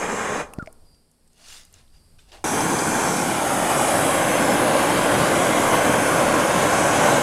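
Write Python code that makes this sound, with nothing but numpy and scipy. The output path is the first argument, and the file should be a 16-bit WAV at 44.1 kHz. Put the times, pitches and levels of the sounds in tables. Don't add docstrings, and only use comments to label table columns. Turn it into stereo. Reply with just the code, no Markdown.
import sys
import numpy as np
from scipy import signal
from scipy.fft import rfft, irfft, next_fast_len
from scipy.io import wavfile
from scipy.ndimage import uniform_filter1d, map_coordinates

SR = 44100
rng = np.random.default_rng(int(sys.argv[2]) if len(sys.argv) > 2 else 0)


def waveform_to_disk(signal):
    frames = np.transpose(np.atleast_2d(signal))
    scaled = np.clip(frames, -1, 1) * 32767
    samples = np.round(scaled).astype(np.int16)
    wavfile.write(sys.argv[1], SR, samples)


def field_ratio(decibels):
    return 10 ** (np.asarray(decibels, dtype=float) / 20)


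N = 318402
TIME = np.arange(N) / SR
SCENE_CHANGE_S = 2.4412
TRIGGER_RELEASE_S = 0.41


def unit(x):
    return x / np.sqrt(np.mean(x ** 2) + 1e-20)


def along(points, hz):
    point_hz, value = np.transpose(points)
    return np.interp(np.log(hz + 1), np.log(point_hz + 1), value)


def curves(rows):
    s, *columns = np.transpose(rows)
    return [np.interp(TIME, s, column) for column in columns]


def wobble(rate_hz):
    knots = rng.standard_normal(int(N * rate_hz / SR) + 4)
    return map_coordinates(knots, [TIME * rate_hz])


def swell(start_s, hold_s, level_db, rise_s, fall_s):
    early = np.maximum((start_s - TIME) / rise_s, 0)
    late = np.maximum((TIME - start_s - hold_s) / fall_s, 0)
    return field_ratio(level_db - 28 * early - 30.5 * late)


def filtered(x, response):
    size = next_fast_len(N + 8192)
    return irfft(rfft(x, size) * response(np.fft.rfftfreq(size, 1 / SR)), size)[..., :N]


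def above(hz, edge_hz):
    return 1 / (1 + (edge_hz / (hz + 1)) ** 10)


def lift_db(peaks, hz):
    return sum(db / (1 + ((hz - centre) / (width / 2)) ** 2) for centre, width, db in peaks)


def bands(x, tone_db, splits):
    low, high = np.array([[1e-3, *splits], [*splits, 1e6]])[..., None]
    parts = filtered(x, lambda hz: field_ratio(tone_db(hz)) * above(hz, low) * (1 - above(hz, high)))
    return [unit(part) for part in parts]


def patchy(x, depth_db, size, bins, frames):
    hz, _, z = signal.stft(x, SR, nperseg=size)
    field = uniform_filter1d(rng.standard_normal(z.shape), max(round(bins), 1), 0)
    field = uniform_filter1d(field, max(round(frames), 1), 1)
    depth_db = depth_db * np.interp(hz, [800, 4000], [.45, 1])[:, None]
    return signal.istft(z * field_ratio(depth_db * unit(field)), nperseg=size)[1][:N]


FLAME_SPLITS = [1600, 3400, 4850, 7650, 11250]
# pitch_hz, level_db (per Hz)
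FIRST_TONE = [(15, -52), (25, -35), (148, -7.5), (205, -1), (351, -8.5), (402, 0), (498, -2.5), (727, -9.5),
              (1060, -4.5), (1720, -8.5), (4540, -28), (5640, -25), (6450, -12), (9660, -26), (15700, -48)]
SECOND_TONE = [(15, -57), (25, -35.5), (152, -1), (283, -3), (435, -6.5), (570, -4.5), (1090, -6),
               (1280, -6.5), (1460, -8), (3970, -24), (5640, -18.5), (6280, -10.5), (10200, -8.5),
               (12700, -20.5), (15700, -42)]
# pitch_hz, width_hz, lift_db
FIRST_TUBE = [(480, 150, 1), (1680, 80, -3), (2440, 360, 2.5), (5250, 200, 9.5), (6580, 150, -1),
              (6800, 149.4, -8), (7400, 250, 3), (9440, 250, 6), (10500, 200, 2), (12800, 300, 7)]
SECOND_TUBE = [(306, 76, 4), (580, 190, 4), (1445, 110, 1.5), (2370, 43, 5.5), (2870, 490, 6),
               (3330, 160, 4.5), (4100, 430, 2.5), (6400, 500, -1), (8270, 560, 2), (9980, 230, 3.5),
               (12000, 360, -5)]
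# start_s, roar_db, hiss_db, turn (nozzle toward the microphone, -1 to 1)
FIRST_BURN = [
    (0, -30, -39.5, 0),
    (.03, -26.5, -40.5, 0),
    (.19, -26.5, -39.5, 0),
    (.4, -27, -42.5, .3),
]
SECOND_BURN = [(2.44, -23, -37, 0.007), (3.2, -22.5, -35.5, -0.1), (3.4, -22, -39, .4),
               (3.62, -22, -37, .6), (3.8, -21.5, -32.5, 0.53), (4.1, -20.5, -36.5, 1),
               (4.5, -18.5, -38.5, 0.44), (5.1, -19, -38, .2), (5.55, -18.5, -38.5, .1),
               (5.9, -18.5, -38, -0.047), (6.451, -18.5, -38.5, -.1), (6.8, -19, -36, -0.87),
               (7.05, -16.5, -36, -.7), (7.22, -17.5, -37, -.8)]
# level_db, roar_share (0-1), hiss_share (0-1), turn_db (per turn)
FIRST_PARTS = [
    (0.5, 1, 0.051, -1.5),
    (-7.5, 0.47, 0, 3),
    (-23, 1, 0, -1),
    (0, 0, 1, -6),
    (-5, 0, 1, 2),
    (-19.5, 0, 1, 2),
]
SECOND_PARTS = [
    (0, 0.89, 0.26, 0),
    (-11, 0.87, 0.22, 0.6),
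    (-20, 0.8, 0, 0.5),
    (-0.05, .05, 0.75, -4),
    (-0.65, .05, .99, 3.5),
    (-3.5, 0.82, .1, 2),
]
# middle_s, change_db, half_length_s
FLARES = [
    (3.71, 2.5, 0.024),
    (5.754, 4, 0.03),
    (6.47, -2, 0.02),
]


def flame(flow, burn, rules, tone, tube):
    roar_db, hiss_db, turn = curves(burn)
    for middle_s, change_db, half_s in FLARES:
        roar_db = roar_db + change_db * np.exp(-((TIME - middle_s) / half_s) ** 2)
    _, roar_mean, hiss_mean, _ = np.mean(burn, axis=0)
    roar_swing, hiss_swing = roar_db - roar_mean, hiss_db - hiss_mean
    parts = bands(flow, lambda hz: along(tone, hz) + lift_db(tube, hz), FLAME_SPLITS)
    means = 3 * [roar_mean] + 3 * [hiss_mean]
    out = np.zeros(N)
    for part, mean, (db, roar_share, hiss_share, turn_db) in zip(parts, means, rules):
        out += part * field_ratio(mean + db + roar_share * roar_swing + hiss_share * hiss_swing + turn_db * turn)
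    return out


def gas():
    puffs = (rng.random(N) < 3000 / SR) * rng.random(N)
    puffs = filtered(puffs - puffs.mean(), lambda hz: 1 - above(hz, 2240))
    flow = patchy(rng.standard_normal(N) + 0.32 * unit(puffs), depth_db=1.0, size=512, bins=6, frames=20)
    flow = patchy(echoes(flow), depth_db=1.8, size=1024, bins=3, frames=32)
    return field_ratio(0.17 * wobble(12) + 0.25 * wobble(35)) * shadowed(flow)


# time_s, nearness (far 0 to near 1)
APPROACH = [
    (2.44, .01),
    (3.15, 0.033),
    (3.5, 0.53),
    (4.1, 0.93),
    (4.6, 0.96),
    (6.2, 1),
    (7.22, 1),
]


def nearness():
    first_joint = 0.78
    return np.where(TIME < SCENE_CHANGE_S, first_joint, np.clip(curves(APPROACH)[0], 0, 1))


# delay_s, strength (0-1)
BOARD_WALL = [(.00125, 0), (.0019, .2)]
CORNER = [(.0019, 0.055), (.0027, .07)]
# delay_s, strength
STUDS = [(.0007, -.15), (.0013, .1), (.00375, .12)]


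def echoes(x):
    near = nearness()
    board = 0
    for far, close in (BOARD_WALL, CORNER):
        delay, strength = (a + (b - a) * near for a, b in zip(far, close))
        board = board + strength * np.interp(TIME - delay, TIME, x)
    board = filtered(board, lambda hz: 1 - .7 * above(hz, 3600))
    studs = filtered(x, lambda hz: sum(g * np.exp(-2j * np.pi * hz * s) for s, g in STUDS))
    return x + board + studs


# pitch_hz, width_hz, lift_db
FAR_COLOUR = [(425, 68, 5), (595, 137, -9.5), (913, 110, 4.5), (1300, 87, -3.5), (2050, 130, -5),
              (2943, 115, -10.5), (15000, 1500, 2)]


def shadowed(x):
    hz, t, z = signal.stft(x, SR, nperseg=1024)
    near = np.interp(t, TIME, nearness())
    glide = 0.38
    colour_db = np.sqrt(1 - near) * lift_db(FAR_COLOUR, hz[:, None] * (1 + glide * near))
    return signal.istft(z * field_ratio(colour_db), nperseg=1024)[1][:N]


# pitch_hz, width_hz
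NOZZLE_TONES = [(6260, 230), (5765, 170), (5330, 160)]
# start_s, hold_s, level_db
SINGS = [
    [(2.44, 0.74, -40.5), (4.23, 0.14, -43), (5.7, 0.53, -45), (6.75, .4, -44)],
    [(2.44, .08, -39), (3.0, 0.24, -45), (3.75, 0.36, -51), (5.3, .4, -49), (6.8, .4, -47)],
    [(3.0, 0.33, -49), (3.75, .1, -48), (4.45, 0.069, -43), (6.0, .5, -50)],
]


def nozzle():
    centre_hz, width_hz = np.transpose(NOZZLE_TONES)[..., None]
    noise = rng.standard_normal(N)
    tones = filtered(noise, lambda hz: 1 / (1 + ((hz - centre_hz) / (width_hz / 2)) ** 2))
    out = np.zeros(N)
    for rows, tone in zip(SINGS, tones):
        murmur = field_ratio(-60)
        out += (murmur + sum(swell(*row, rise_s=.3, fall_s=.2) for row in rows)) * unit(tone)
    return out


# start_s, peak_db, pitch_hz, suction (toward +1 comes first, toward -1 last)
POPS = [
    (0.587, -17, 190, 0.85),
    (0.6276, -23.5, 170, -0.99),
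]
# start_s, length_s, pitch_hz, level_db
WHISTLE = (.594, .049, 1430, -36)


def pops():
    out = np.zeros(N)
    for s, db, hz, suction in POPS:
        phase = (TIME - s) * hz * 2 * np.pi
        push = np.exp(-np.clip(phase - 1.1 * suction, -30, 30) ** 2)
        pull = np.exp(-np.abs(phase + 1.7 * suction) / 1.2)
        out += field_ratio(db) * (push - 0.73 * pull)
    s, length, hz, db = WHISTLE
    done = np.clip((TIME - s) / length, 0, 1)
    hz = hz - 290 * done ** 2
    db = db - 16 * done ** 2.4 + 4.0 + 1.6 * wobble(171)
    on = np.clip(np.minimum(done, 1 - done) / .06, 0, 1)
    return out + on * field_ratio(db) * np.sin(2 * np.pi * np.cumsum(hz) / SR)


def crack(db, bright_hz, t60, sharp):
    t = np.arange(SR // 20) / SR
    noise = rng.standard_normal(len(t)) * field_ratio(-60 * t / t60)
    peak = signal.iirpeak(min(bright_hz, 15000), sharp, SR)
    noise = signal.lfilter(*peak, signal.lfilter(*peak, noise)) + 0.12 * noise
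    noise = signal.lfilter(*signal.butter(3, 12500, fs=SR), noise)
    return field_ratio(db) * noise / np.abs(noise).max()


def ring(db, hz, t60):
    t = np.arange(SR // 20) / SR
    return field_ratio(db - 60 * t / np.clip(t60, .004, .1)) * np.sin(2 * np.pi * hz * t)


def placed(hits):
    out = np.zeros(N + SR)
    for s, sound in hits:
        out[round(s * SR):][:len(sound)] += sound
    return out[:N]


# start_s, peak_db, bright_hz, ring_hz, ring_db (against peak_db)
TICKS = [(0.5364, -31, 9800, 2660, -1.5), (0.5863, -40, 4250, 1840, 3), (0.625, -45, 6000, 1610, 9),
         (0.6603, -42, 6500, 2200, 2), (0.6735, -43, 5090, 2220, 12.5), (0.7266, -41, 10000, 2110, -27),
         (0.9464, -54, 4890, 2580, -21), (1.1144, -49.5, 9540, 1700, -33), (1.276, -52, 8060, 3230, -24),
         (1.3314, -50, 7320, 3480, -12), (1.3803, -51, 6400, 2970, -11), (1.6506, -39, 8990, 2470, -21),
         (1.727, -45, 10500, 3460, -26), (1.74, -37.5, 7000, 3200, -20), (1.8786, -56, 3500, 3500, -16),
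         (1.9016, -56, 4500, 3330, -14), (2.1874, -53, 3630, 3370, -7), (2.319, -40, 3580, 3400, -8)]
# start_s, peak_db, pitch_hz, t60_s (time to die by 60 dB)
KNOCKS = [
    (.5365, -33, 1080, .014),
    (.587, -28.5, 624, 0.023),
    (.6745, -29.5, 640, 0.051),
    (2.188, -56, 1530, .04),
    (2.189, -53, 2500, .04),
    (2.191, -54, 3050, .04),
    (2.192, -52, 3550, .04),
]


def ticks():
    hits = []
    for s, db, bright_hz, ring_hz, ring_db in TICKS:
        hits.append((s, ring(db + ring_db, ring_hz, t60=.0105) + crack(db, bright_hz, t60=0.018, sharp=1.3)))
    return placed(hits + [(s, ring(db, hz, t60)) for s, db, hz, t60 in KNOCKS])


# start_s, peak_db, pitch_hz
SPITS = [
    (2.606, -20, 6000),
    (2.787, -25, 5000),
    (4.11, -22, 9000),
]


def flux_spits():
    return placed([(s, crack(db, hz, t60=.04, sharp=3.3)) for s, db, hz in SPITS])


# full_pressure_s, rise_s, hold_s, level_db, weight_db (heavy strokes are duller)
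SCUFFS = [
    (1.393, 0.054, .17, -63.5, 0.5),
    (1.498, 0.16, 0.09, -48, -26),
    (1.743, 0.052, 0.055, -63, -4),
    (1.943, .04, .01, -66, -8),
    (2.187, .008, 0.018, -62, -11),
    (2.29, .04, .01, -66, -1),
    (2.33, .03, 0.032, -55.5, 5.5),
]
# pitch_hz, level_db (per Hz)
CLOTH = [(180, -43), (300, -4), (758, -2), (1270, -4), (4770, -6), (9550, -11.5), (15700, -30.5)]
# pitch_hz, width_hz, lift_db
WEAVE = [(725, 150, 5), (1600, 200, 0), (2840, 200, 8), (3500, 250, 3), (5000, 700, 2), (6350, 400, 2)]


def scuffs():
    grain = rng.standard_normal(N) * field_ratio(1.5 * wobble(500))
    grain = patchy(grain, depth_db=2.1, size=512, bins=5, frames=8)
    dull, body, bright = bands(grain, lambda hz: along(CLOTH, hz) + lift_db(WEAVE, hz), [1200, 4000])
    out = np.zeros(N)
    for s, rise, hold, db, weight_db in SCUFFS:
        colour = bright + field_ratio(0.5 + 0.21 * weight_db) * body + field_ratio(weight_db) * dull
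        out += swell(s, hold, db, rise, fall_s=0.14) * colour
    return out


# pitch_hz, t60_s (time to die by 60 dB)
ROOM = [(100, 1), (300, 0.98), (1000, 0.95), (2200, 0.32), (6000, 0.41), (14000, 0.18)]


def room(x):
    hz, t, z = signal.stft(rng.standard_normal(SR), SR, nperseg=256)
    tail = signal.istft(z * field_ratio(-60 * t / along(ROOM, hz)[:, None]), SR, nperseg=256)[1]
    late = np.pad(x, (220, 0))
    return signal.fftconvolve(late, tail / np.linalg.norm(tail))[:N]


# start_s, hold_s, level_db
CHIRPS = [
    (.86, 0.093, -66),
    (1.925, .1, -67),
]
# pitch_hz, level_db
WING = [(4850, 0), (4660, -4)]


def cricket():
    strokes = .75 + .25 * np.sin(2 * np.pi * 58 * TIME + 1.5 * wobble(20))
    wing = np.zeros(N)
    for hz, db in WING:
        wing += field_ratio(db + 2.2 * wobble(60)) * np.sin(2 * np.pi * hz * TIME + .28 * wobble(90))
    return unit(strokes * wing) * sum(swell(*chirp, rise_s=.04, fall_s=0.28) for chirp in CHIRPS)


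# pitch_hz, level_db (per Hz)
HUSH = [(88, -26), (150, 4), (197, -4.5), (389, -8.5), (2000, -22), (3870, -22.5), (4700, -12), (6290, -27),
        (8260, -18.5), (11100, -19.5), (15700, -38)]
RUMBLE = [(8.8, -19), (15, 10), (30, -14), (44, -9), (91, -10), (130, -25.5), (300, -40), (390, -60.5),
          (660, -120)]
# pitch_hz, width_hz, lift_db
INSECTS = [(4730, 500, -3.5), (8450, 500, 5)]
# time_s, change_db
STIR = [
    (.45, 6),
    (.55, 8),
    (.76, 3.5),
    (1.25, -5),
    (1.4, 0),
    (1.55, 3),
    (1.8, 4),
    (2.15, 4.5),
    (2.3, 7),
]
# pitch_hz, level_db
HUM = (239, -74.5)


def background():
    hush = unit(filtered(rng.standard_normal(N), lambda hz: field_ratio(along(HUSH, hz) + lift_db(INSECTS, hz))))
    rumble = unit(filtered(rng.standard_normal(N), lambda hz: field_ratio(along(RUMBLE, hz))))
    stir_db, = curves(STIR)
    hush = field_ratio(-64 + .3 * stir_db + .6 * wobble(6.8)) * hush
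    rumble = field_ratio(-56.5 + stir_db + 1.9 * wobble(12.0)) * rumble
    hum_hz, hum_db = HUM
    hum = field_ratio(hum_db + 2.5 + 1.7 * wobble(5.3)) * np.sin(2 * np.pi * hum_hz * TIME)
    return hush + rumble + hum


def scene():
    flow = gas()
    dying = field_ratio(-60 * np.clip(TIME - TRIGGER_RELEASE_S, 0, None) / 0.16)
    first = dying * flame(flow, FIRST_BURN, FIRST_PARTS, FIRST_TONE, FIRST_TUBE)
    handheld = ticks() + pops()
    rubs = scuffs()
    to_room = field_ratio(-18.5) * rubs + field_ratio(-19) * first + field_ratio(-27) * handheld
    before = first + handheld + rubs + room(to_room) + cricket()
    second = flame(flow, SECOND_BURN, SECOND_PARTS, SECOND_TONE, SECOND_TUBE)
    after = second + nozzle() + flux_spits()
    mono = background() + np.where(TIME < SCENE_CHANGE_S, before, after)
    return np.array([mono, mono])


def band_limit(x):
    return signal.sosfilt(signal.butter(12, 16090, fs=SR, output="sos"), x)


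def record(dry):
    rounded = dry / (1 + np.abs(dry / .8) ** 4) ** (1 / 4)
    mix = filtered(rounded, lambda hz: hz < 15770)
    return band_limit(mix)


dry = scene()
out = record(dry)
waveform_to_disk(out)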